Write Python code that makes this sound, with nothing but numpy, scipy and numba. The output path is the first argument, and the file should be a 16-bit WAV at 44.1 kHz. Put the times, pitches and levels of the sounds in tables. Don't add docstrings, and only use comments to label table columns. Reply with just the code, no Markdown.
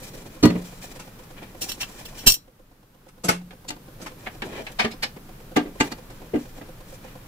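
import sys
import numpy as np
from scipy import signal
from scipy.fft import rfft, irfft
from scipy.io import wavfile
from scipy.ndimage import uniform_filter1d
from numba import njit

SR = 44100
rng = np.random.default_rng(int(sys.argv[2]) if len(sys.argv) > 2 else 0)


def dump_mix(stems):
    frames = np.atleast_2d(stems).T
    limited = np.clip(frames, -1, 1)
    pcm = np.round(limited * 32767).astype(np.int16)
    wavfile.write(sys.argv[1], SR, pcm)


def nominal_scale(level):
    x = np.asarray(level, float) / 20
    return 10 ** x


N = 320607

LOW_HZ, HIGH_HZ = 600, 3500
PORTS_HZ = 550

# time of full contact in seconds,
# clack peak in dB, body peak in dB, ring peak in dB, time to fade by 60 dB in seconds.
VESSEL_BLOWS = [(.436, -21, -4, -27, 0.46), (.455, -20, -11, -27, 0.25), (.508, -31.5, -22, -45.5, .068),
                (.558, -38.5, -22, -50.5, 0.22)]
CUTLERY_BLOWS = [(1.621, -34, -38, -27.5, .093), (1.696, -34.5, -42, -30, 0.12),
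                 (1.719, -33, -56, -31.5, .05), (1.814, -31, -47, -32, .09), (1.832, -29, -48.5, -46, .064),
                 (2.061, -42, -42.5, -40, .059), (2.186, -43.5, -47.5, -40.5, 0.44),
                 (2.274, -14, -19, -6.5, 0.2), (2.302, -21.5, -34.5, -11, 0.11),
                 (2.322, -29, -40.5, -12, .08), (2.342, -29, -43, -15.5, 0.075)]
BASIN_BLOWS = [(1.003, -40.5, -43, -43, 0.12), (3.091, -45, -42, -47, .074), (3.249, -26, -16, -20.5, .2),
               (3.291, -9, -10, -13.5, 0.17), (4.022, -44.5, -36.5, -42.5, 0.28),
               (4.069, -33, -47, -44, 0.12)]
POT_BLOWS = [(4.273, -27, -36, -53, 0.1), (4.594, -51, -31.5, -60, 0.41), (4.802, -17.5, -29.5, -25, 0.19),
             (4.851, -25, -19.5, -37.5, .14), (4.921, -43, -50, -39.5, 0.12),
             (5.037, -25, -35.5, -24.5, 0.12), (5.175, -50, -38, -67, 0.07)]
LID_BLOWS = [(3.692, -41, -36.5, -26, 0.052), (3.706, -32, -32.5, -35, 0.13), (5.571, -17, -11, -29, 0.14),
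             (5.660, -44, -28, -63, 0.26), (5.761, -58, -38, -64, 0.051), (5.810, -15, -14, -24.5, 0.087),
             (5.832, -46, -28, -44, 0.051), (5.926, -34, -29.5, -34.5, 0.057),
             (6.106, -49.5, -42, -51.5, .2), (6.345, -38, -15, -58, 0.14),
             (6.359, -37.5, -19.5, -59.5, 0.16), (6.620, -42, -35.5, -57, 0.091),
             (7.085, -49, -55, -56, 0.18)]
POT_TAPS = [(3.508, -38.5, -44, -52, 0.14), (4.421, -28.5, -30, -41.5, 0.11), (4.667, -33, -58, -45, 0.14)]

# pitch in Hz, relative level in dB,
# time to fade by 60 dB in seconds before any muffling.
VESSEL_MODES = [(114.7, -11.5, 0.35), (177.4, -2.5, 0.54), (244.3, 1.5, 0.21), (307, 0.5, 0.21),
                (452, -17, 0.13), (686, -18, .2), (824, -21.5, 0.13), (965, -17.5, 0.23),
                (1232, -17.5, .15), (1740, -26.5, 0.092), (1944, -17, 0.15), (2450, -24.5, .1),
                (2830, -23, 0.07), (4340, -34.5, .1)]
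CUTLERY_MODES = [(2715, -12, .2), (3036, -10, .2), (3350, -14, .2), (3833, -14, .3), (4043, -13, 1.2),
                 (4380, -9, .3), (4915, -9, .3), (5556, 0, .3), (5712, -4, .3), (5895, -8, .3),
                 (6312, -11, .3), (7023, -7, .3), (7224, -10, .3), (7405, -5, .3), (7652, -6, .3),
                 (8218, -7, .3), (8947, -10, .3), (9507, -10, .3), (9746, -8, .3), (11216, -12, .3),
                 (11827, -13, .3), (12083, -13, .3), (12400, -8, .3), (12715, -10, .3), (13092, -7, .3),
                 (13730, -12, .3), (14021, -13, .3), (14481, -12, .3), (14828, -8, .3), (15108, -3, .3)]
BASIN_MODES = [(181, 10, 0.43), (244.4, -7, 0.14), (356, -14.5, 0.13), (511, -7.5, 0.22), (664, -12, 0.2),
               (852, -5, 0.16), (1071, -11, 0.076), (1297, -2, 0.085), (1470, -7.5, 0.11),
               (2164, -8.5, 0.092), (2570, -20.5, 0.22), (2720, -15.5, 0.4), (2790, -23.5, 0.34),
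               (4520, -20, 0.31), (4600, -19.5, .1), (4880, -20, 0.08), (5130, -12.5, 0.087),
               (5700, -14.5, 0.092), (5960, -19, 0.083), (6150, -17, 0.09), (6433, -18.5, .1),
               (6400, -14, .1), (7140, -17, 0.085), (7500, -18, .1), (7833, -21.5, .1), (7900, -18.5, .1),
               (9480, -17.5, 0.18), (11400, -14.5, 0.087)]
POT_MODES = [(226, 4.5, 0.41), (385, -7, 0.082), (430, -5.5, 0.21), (632, 0.5, 0.15), (733, 3, 0.1),
             (815, 2, 0.11), (1192, -5, 0.21), (1575, -7, 0.15), (1730, -2, 0.27), (1846, -5, 0.17),
             (1950, -5.5, 0.17), (2150, -2.5, 0.15), (2245, 2.5, 0.15), (2373, -6, 0.28), (2460, 1, 0.17),
             (2640, -7, 0.093), (2892, -10.5, 0.14), (3060, -7, 0.15), (3500, -10.5, 0.15),
             (3750, -11, 0.15), (4020, -12, 0.13), (4010, -13.5, 0.14), (4370, -7.5, 0.2),
             (4620, -15.5, 0.12), (4760, -13.5, 0.099), (5060, -16, 0.13), (5190, -9, 0.13)]
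LID_MODES = [(244.6, 3, 0.27), (297, 5.5, 0.25), (392, -1, 0.088), (432, -7, 0.074), (536, -12, 0.035),
             (728, -11, 0.21), (874, -11, 0.19), (1195, -14, 0.17), (1597, -13.5, 0.14),
             (1996, -7.5, 0.074), (2400, -15.5, .12), (2816, -16.5, 0.17), (3060, -29, 0.13),
             (3760, -25.5, .08), (4220, -26.5, 0.047), (4220, -34, 0.057), (4440, -22, 0.08),
             (5530, -59, 0.092), (5830, -31, 0.072), (6300, -28.5, 0.15), (7080, -20.5, 0.055),
             (7720, -25.5, 0.068)]
FAN_MODES = [(308, 3.5, 0.041), (510.5, 0.5, 0.1), (718, -2, 0.037), (1047, -11, 0.081), (1500, -9, 0.025)]

# start of full level in seconds, hold in seconds, clack level in dB,
# body level in dB, ring level in dB.
SCRAPES = [(0.0, 0.086, -55.5, -58, -49), (0.141, 0.011, -55, -42.5, -53), (0.264, 0.0071, -64, -44, -65),
           (.652, 0.0048, -50.5, -63, -46), (0.687, 0.086, -67, -74, -60), (0.824, .006, -48.5, -64, -44),
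           (1.369, 0.074, -52, -56.5, -83), (1.635, 0.064, -48, -46.5, -37.5),
           (1.812, 0.012, -43, -54, -40), (1.884, 0.33, -58.5, -59.5, -57),
           (2.246, 0.01, -39.5, -38, -42.5), (4.016, 0.037, -52, -40.5, -60),
           (5.803, 0.0051, -40, -50, -44.5), (5.878, 0.037, -46.5, -38, -53), (6.22, 0.0051, -63, -44, -72),
           (6.572, .006, -56, -46, -60.5), (6.906, .01, -64, -51.5, -55), (7.062, 0.034, -49, -57, -58.5)]
# time in seconds, clack level in dB, body level in dB, ring level in dB.
STIRRING = [(4.44, -58, -35, -55), (4.5, -52, -41, -71), (4.594, -42.5, -42, -59.5), (4.658, -58, -56, -62),
            (4.73, -78, -68, -69)]
# time in seconds, clack level in dB.
RUSTLE = [(0.0, -63), (.42, -55.5), (.95, -59), (1.55, -67), (2.25, -63.5), (2.4, -88), (3.9, -88.5),
          (4.25, -60.5), (4.8, -65), (5.2, -82.5), (5.85, -66.5), (6.3, -69), (6.42, -59), (6.55, -68.5),
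          (7.27, -68)]

FAN_START_S, FAN_TURN_S = .015, .11697
# pitch in Hz, relative level in dB per Hz.
ROOM_COLOUR = [(12, -15.5), (20, 3), (37, -1), (64, -16.5), (119, -5.5), (180, -8), (361, -17),
               (505, -17.5), (667, -23), (1450, -26.5), (1870, -30.5), (2330, -31.5), (8390, -39),
               (13800, -34.5), (15500, -36.5)]


def vessel():
    return blows(VESSEL_BLOWS, VESSEL_MODES, swell_ms=12, crack_db=-11.5, muffle=0.76, scatter_db=0.96,
                 low_hz=84.9, crack_hz=2600, scuff=0)


def cutlery():
    return blows(CUTLERY_BLOWS, CUTLERY_MODES, swell_ms=15, crack_db=-13, muffle=1.4, scatter_db=2.6,
                 low_hz=60, crack_hz=14000, scuff=0.22)


def basin():
    return blows(BASIN_BLOWS, BASIN_MODES, swell_ms=16, crack_db=-3.5, muffle=1.915, scatter_db=3.7,
                 low_hz=145, crack_hz=9000, scuff=0.056)


def pot():
    knocks = blows(POT_BLOWS, POT_MODES, swell_ms=18, crack_db=-4, muffle=1.3, scatter_db=4.1,
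                   low_hz=290, crack_hz=3600, scuff=0)
    taps = blows(POT_TAPS, POT_MODES, swell_ms=1.5, crack_db=-1, muffle=0.93, scatter_db=6.1,
                 low_hz=220, crack_hz=6300, scuff=0)
    return knocks + taps


def lid():
    return blows(LID_BLOWS, LID_MODES, swell_ms=15, crack_db=-5, muffle=2, scatter_db=2.2,
                 low_hz=162, crack_hz=4000, scuff=0)


def blows(events, modes, swell_ms, crack_db, muffle, scatter_db, low_hz, crack_hz, scuff):
    length, heard = 12288, 2048
    out = np.zeros((2, N + SR))
    t = np.arange(length) / SR
    colour = signal.butter(2, [low_hz, crack_hz], "band", fs=SR, output="sos")
    gaps = np.diff(np.array(events)[:, 0], prepend=-1)
    loudest_ring_db = np.max(events, axis=0)[3]
    for (full, clack_db, body_db, ring_db, fade), gap in zip(events, gaps):
        fade = max(fade, .02)
        rise = min(swell_ms / 1000, .26 * gap)
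        pole, gain = poles(modes, muffle * fade)
        chance = rng.standard_normal((3, length))
        swell = np.sin(np.pi / 2 * np.minimum(t / rise, 1)) ** 2
        since_full = np.maximum(t - rise, 0)
        push = chance[0] * swell * nominal_scale(-60 * since_full / (0.27 * fade))
        share = np.abs(np.exp(-1j * np.outer(np.angle(pole), np.arange(heard))) @ push[:heard])
        place = nominal_scale(scatter_db * rng.standard_normal((2, len(pole)))) * random_phases(pole)
        tone = ring(push, pole, gain * place / np.maximum(share, share.mean() / 3))
        crack = signal.sosfilt(colour, chance[1:]) * swell * nominal_scale(-60 * since_full / fade)
        crack_share = nominal_scale(crack_db + scuff * (loudest_ring_db - ring_db))
        start = int((full - rise) * SR)
        for a, b, db in zip(bands(tone), bands(crack), (clack_db, body_db, ring_db)):
            part = a / np.linalg.norm(a[0]) + crack_share * b / np.linalg.norm(b[0])
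            peak = np.sqrt(2 * uniform_filter1d(part[0] ** 2, size=300).max())
            out[:, start:start + length] += part * nominal_scale(db) / peak
    return out[:, :N]


def poles(modes, muffle_t60):
    hz, db, t60 = np.transpose(modes)
    decay = np.log(1000) * (1 / t60 + 1 / muffle_t60)
    return np.exp((2j * np.pi * hz - decay) / SR), nominal_scale(db)


def random_phases(pole):
    return np.exp(2j * np.pi * rng.random((2, len(pole))))


@njit
def ring(push, pole, gain):
    out = np.zeros((2, len(push)))
    for k in range(len(pole)):
        z = 0j
        for i in range(len(push)):
            z = z * pole[k] + push[i]
            out[0, i] += (gain[0, k] * z).imag
            out[1, i] += (gain[1, k] * z).imag
    return out


def bands(x):
    hz = np.arange(x.shape[1] // 2 + 1) * SR / x.shape[1]
    low = 1 / (1 + (hz / LOW_HZ) ** 6)
    high = 1 - 1 / (1 + (hz / HIGH_HZ) ** 6)
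    side_share = hz ** 2 / (hz ** 2 + PORTS_HZ ** 2)
    spectrum = rfft(x) * [np.ones_like(hz), side_share]
    return [irfft(spectrum * part, x.shape[1]) for part in (1 - low - high, low, high)]


def rubbing():
    t = np.arange(N) / SR
    unevenness_db = 2.2 * rng.exponential(size=N) + 2.7 * walk(70)
    grit = rng.standard_normal((2, N)) * nominal_scale(unevenness_db)
    pole, gain = poles(CUTLERY_MODES + POT_MODES, 0.023)
    tone = ring(grit[0], pole, gain * random_phases(pole))
    rub = signal.sosfilt(signal.butter(1, [150, 9000], "band", fs=SR, output="sos"), grit)
    level = scrapes(t) + stirring(t) + rustle(t)
    out = 0
    for env, a, b in zip(level, bands(rub), bands(tone)):
        part = a / a[0].std() + nominal_scale(-4.5) * b / b[0].std()
        out = out + part / part[0].std() * uniform_filter1d(env, size=600)
    return out


def scrapes(t):
    rise_db_per_s, fall_db_per_s = 600.5, 302
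    level = np.zeros((3, N))
    for s, hold, *db in SCRAPES:
        off_db = rise_db_per_s * np.maximum(s - t, 0) + fall_db_per_s * np.maximum(t - s - hold, 0)
        level += nominal_scale(np.array(db))[:, None] * nominal_scale(-np.minimum(off_db, 120))
    return level


def stirring(t):
    times, *levels_db = np.transpose(STIRRING)
    return np.array([nominal_scale(np.interp(t, times, db, left=-120, right=-120)) for db in levels_db])


def rustle(t):
    balance_db = np.array([[0], [2], [0]])
    return nominal_scale(np.interp(t, *np.transpose(RUSTLE))) * nominal_scale(balance_db)


def walk(rate):
    k = int(SR / rate)
    steps = np.repeat(rng.standard_normal(N // k + 1), k)
    return 1.9 * uniform_filter1d(uniform_filter1d(steps, k), k)[:N]


def fan():
    turns = np.arange(FAN_START_S, N / SR - .1, FAN_TURN_S)
    chance = rng.standard_normal((len(turns), 2))
    start = np.zeros(N)
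    start[((turns + .003 * chance[:, 0]) * SR).astype(int)] = nominal_scale(0.83 * chance[:, 1])
    push = signal.fftconvolve(start, np.hanning(900))[:N] * rng.standard_normal((2, N))
    pole, gain = poles(FAN_MODES, 0.79)
    tone = ring(push[0], pole, gain * random_phases(pole))
    puff = signal.sosfilt(signal.butter(2, [250, 1800], "band", fs=SR, output="sos"), push)
    knocks = sum(bands(tone / tone[0].std() + nominal_scale(-11.0) * puff / puff[0].std()))
    return knocks / knocks[0].std() * nominal_scale(-52.5)


def room():
    hz = np.arange(N // 2 + 1) * SR / N
    colour_hz, colour_db = np.transpose(ROOM_COLOUR)
    db = np.interp(np.log(hz + 1), np.log(colour_hz), colour_db)
    noise = irfft(rfft(rng.standard_normal((2, N))) * nominal_scale(db), N)
    clack, body, hiss = bands(noise / noise[0].std() * nominal_scale(-44.5))
    return clack * nominal_scale(0.47 * walk(8.9)) + body * nominal_scale(0.37 * walk(5)) + hiss


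def tiles(x):
    t60, wet_db = 0.17, -17.5
    boom_hz, boom_t60, boom_db = 178, .5, -65.5
    t = np.arange(SR // 2) / SR
    tail = rng.standard_normal((2, len(t))) * nominal_scale(-60 * t / t60) * (t > .004)
    tail = signal.lfilter([1], [1, -.5], tail)
    boom = np.sin(2 * np.pi * boom_hz * t) * nominal_scale(-60 * t / boom_t60) * [[1], [0]]
    tail = nominal_scale(wet_db) * tail / np.linalg.norm(tail[0]) + nominal_scale(boom_db) * boom
    return x + signal.fftconvolve(x, tail, axes=1)[:, :N]


def scene():
    near = vessel() + cutlery() + basin() + pot() + lid()
    mid, side = tiles(near) + rubbing() + fan() + room()
    return np.array([mid + side, mid - side])


@njit
def gain_db(treble, top, depth_db, fall, hold, rise):
    out, db, average, wait = np.empty(len(treble)), 0., 0., 0.
    for i in range(len(treble)):
        average += (treble[i] * 10 ** (db / 20) - average) / 400
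        if average > top:
            wait = hold
        wait -= 1
        db = max(db - fall, -depth_db) if wait > 0 else min(db + rise, 0.)
        out[i] = db
    return out


def low_pass(x):
    return signal.sosfilt(signal.butter(12, 15630, fs=SR, output="sos"), x)


def record(dry):
    treble = signal.sosfilt(signal.butter(2, HIGH_HZ, "high", fs=SR, output="sos"), dry)
    gain = nominal_scale(gain_db(np.abs(treble).mean(axis=0), .17, 10.45, 110. / SR, .55 * SR, 9. / SR))
    port_share = nominal_scale(np.array([[4.], [-14.]]))
    overload = np.clip(np.abs(treble * gain) - .2, 0, 1) * port_share
    thump = signal.sosfilt(signal.butter(1, [13., 110.], "band", fs=SR, output="sos"), overload)
    clipped = np.clip(dry * gain - thump, -1, 1)
    mix = signal.sosfilt(signal.ellip(8, .2, 60, 15630, fs=SR, output="sos"), clipped)
    return low_pass(mix)


dry = scene()
out = record(dry)
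dump_mix(out)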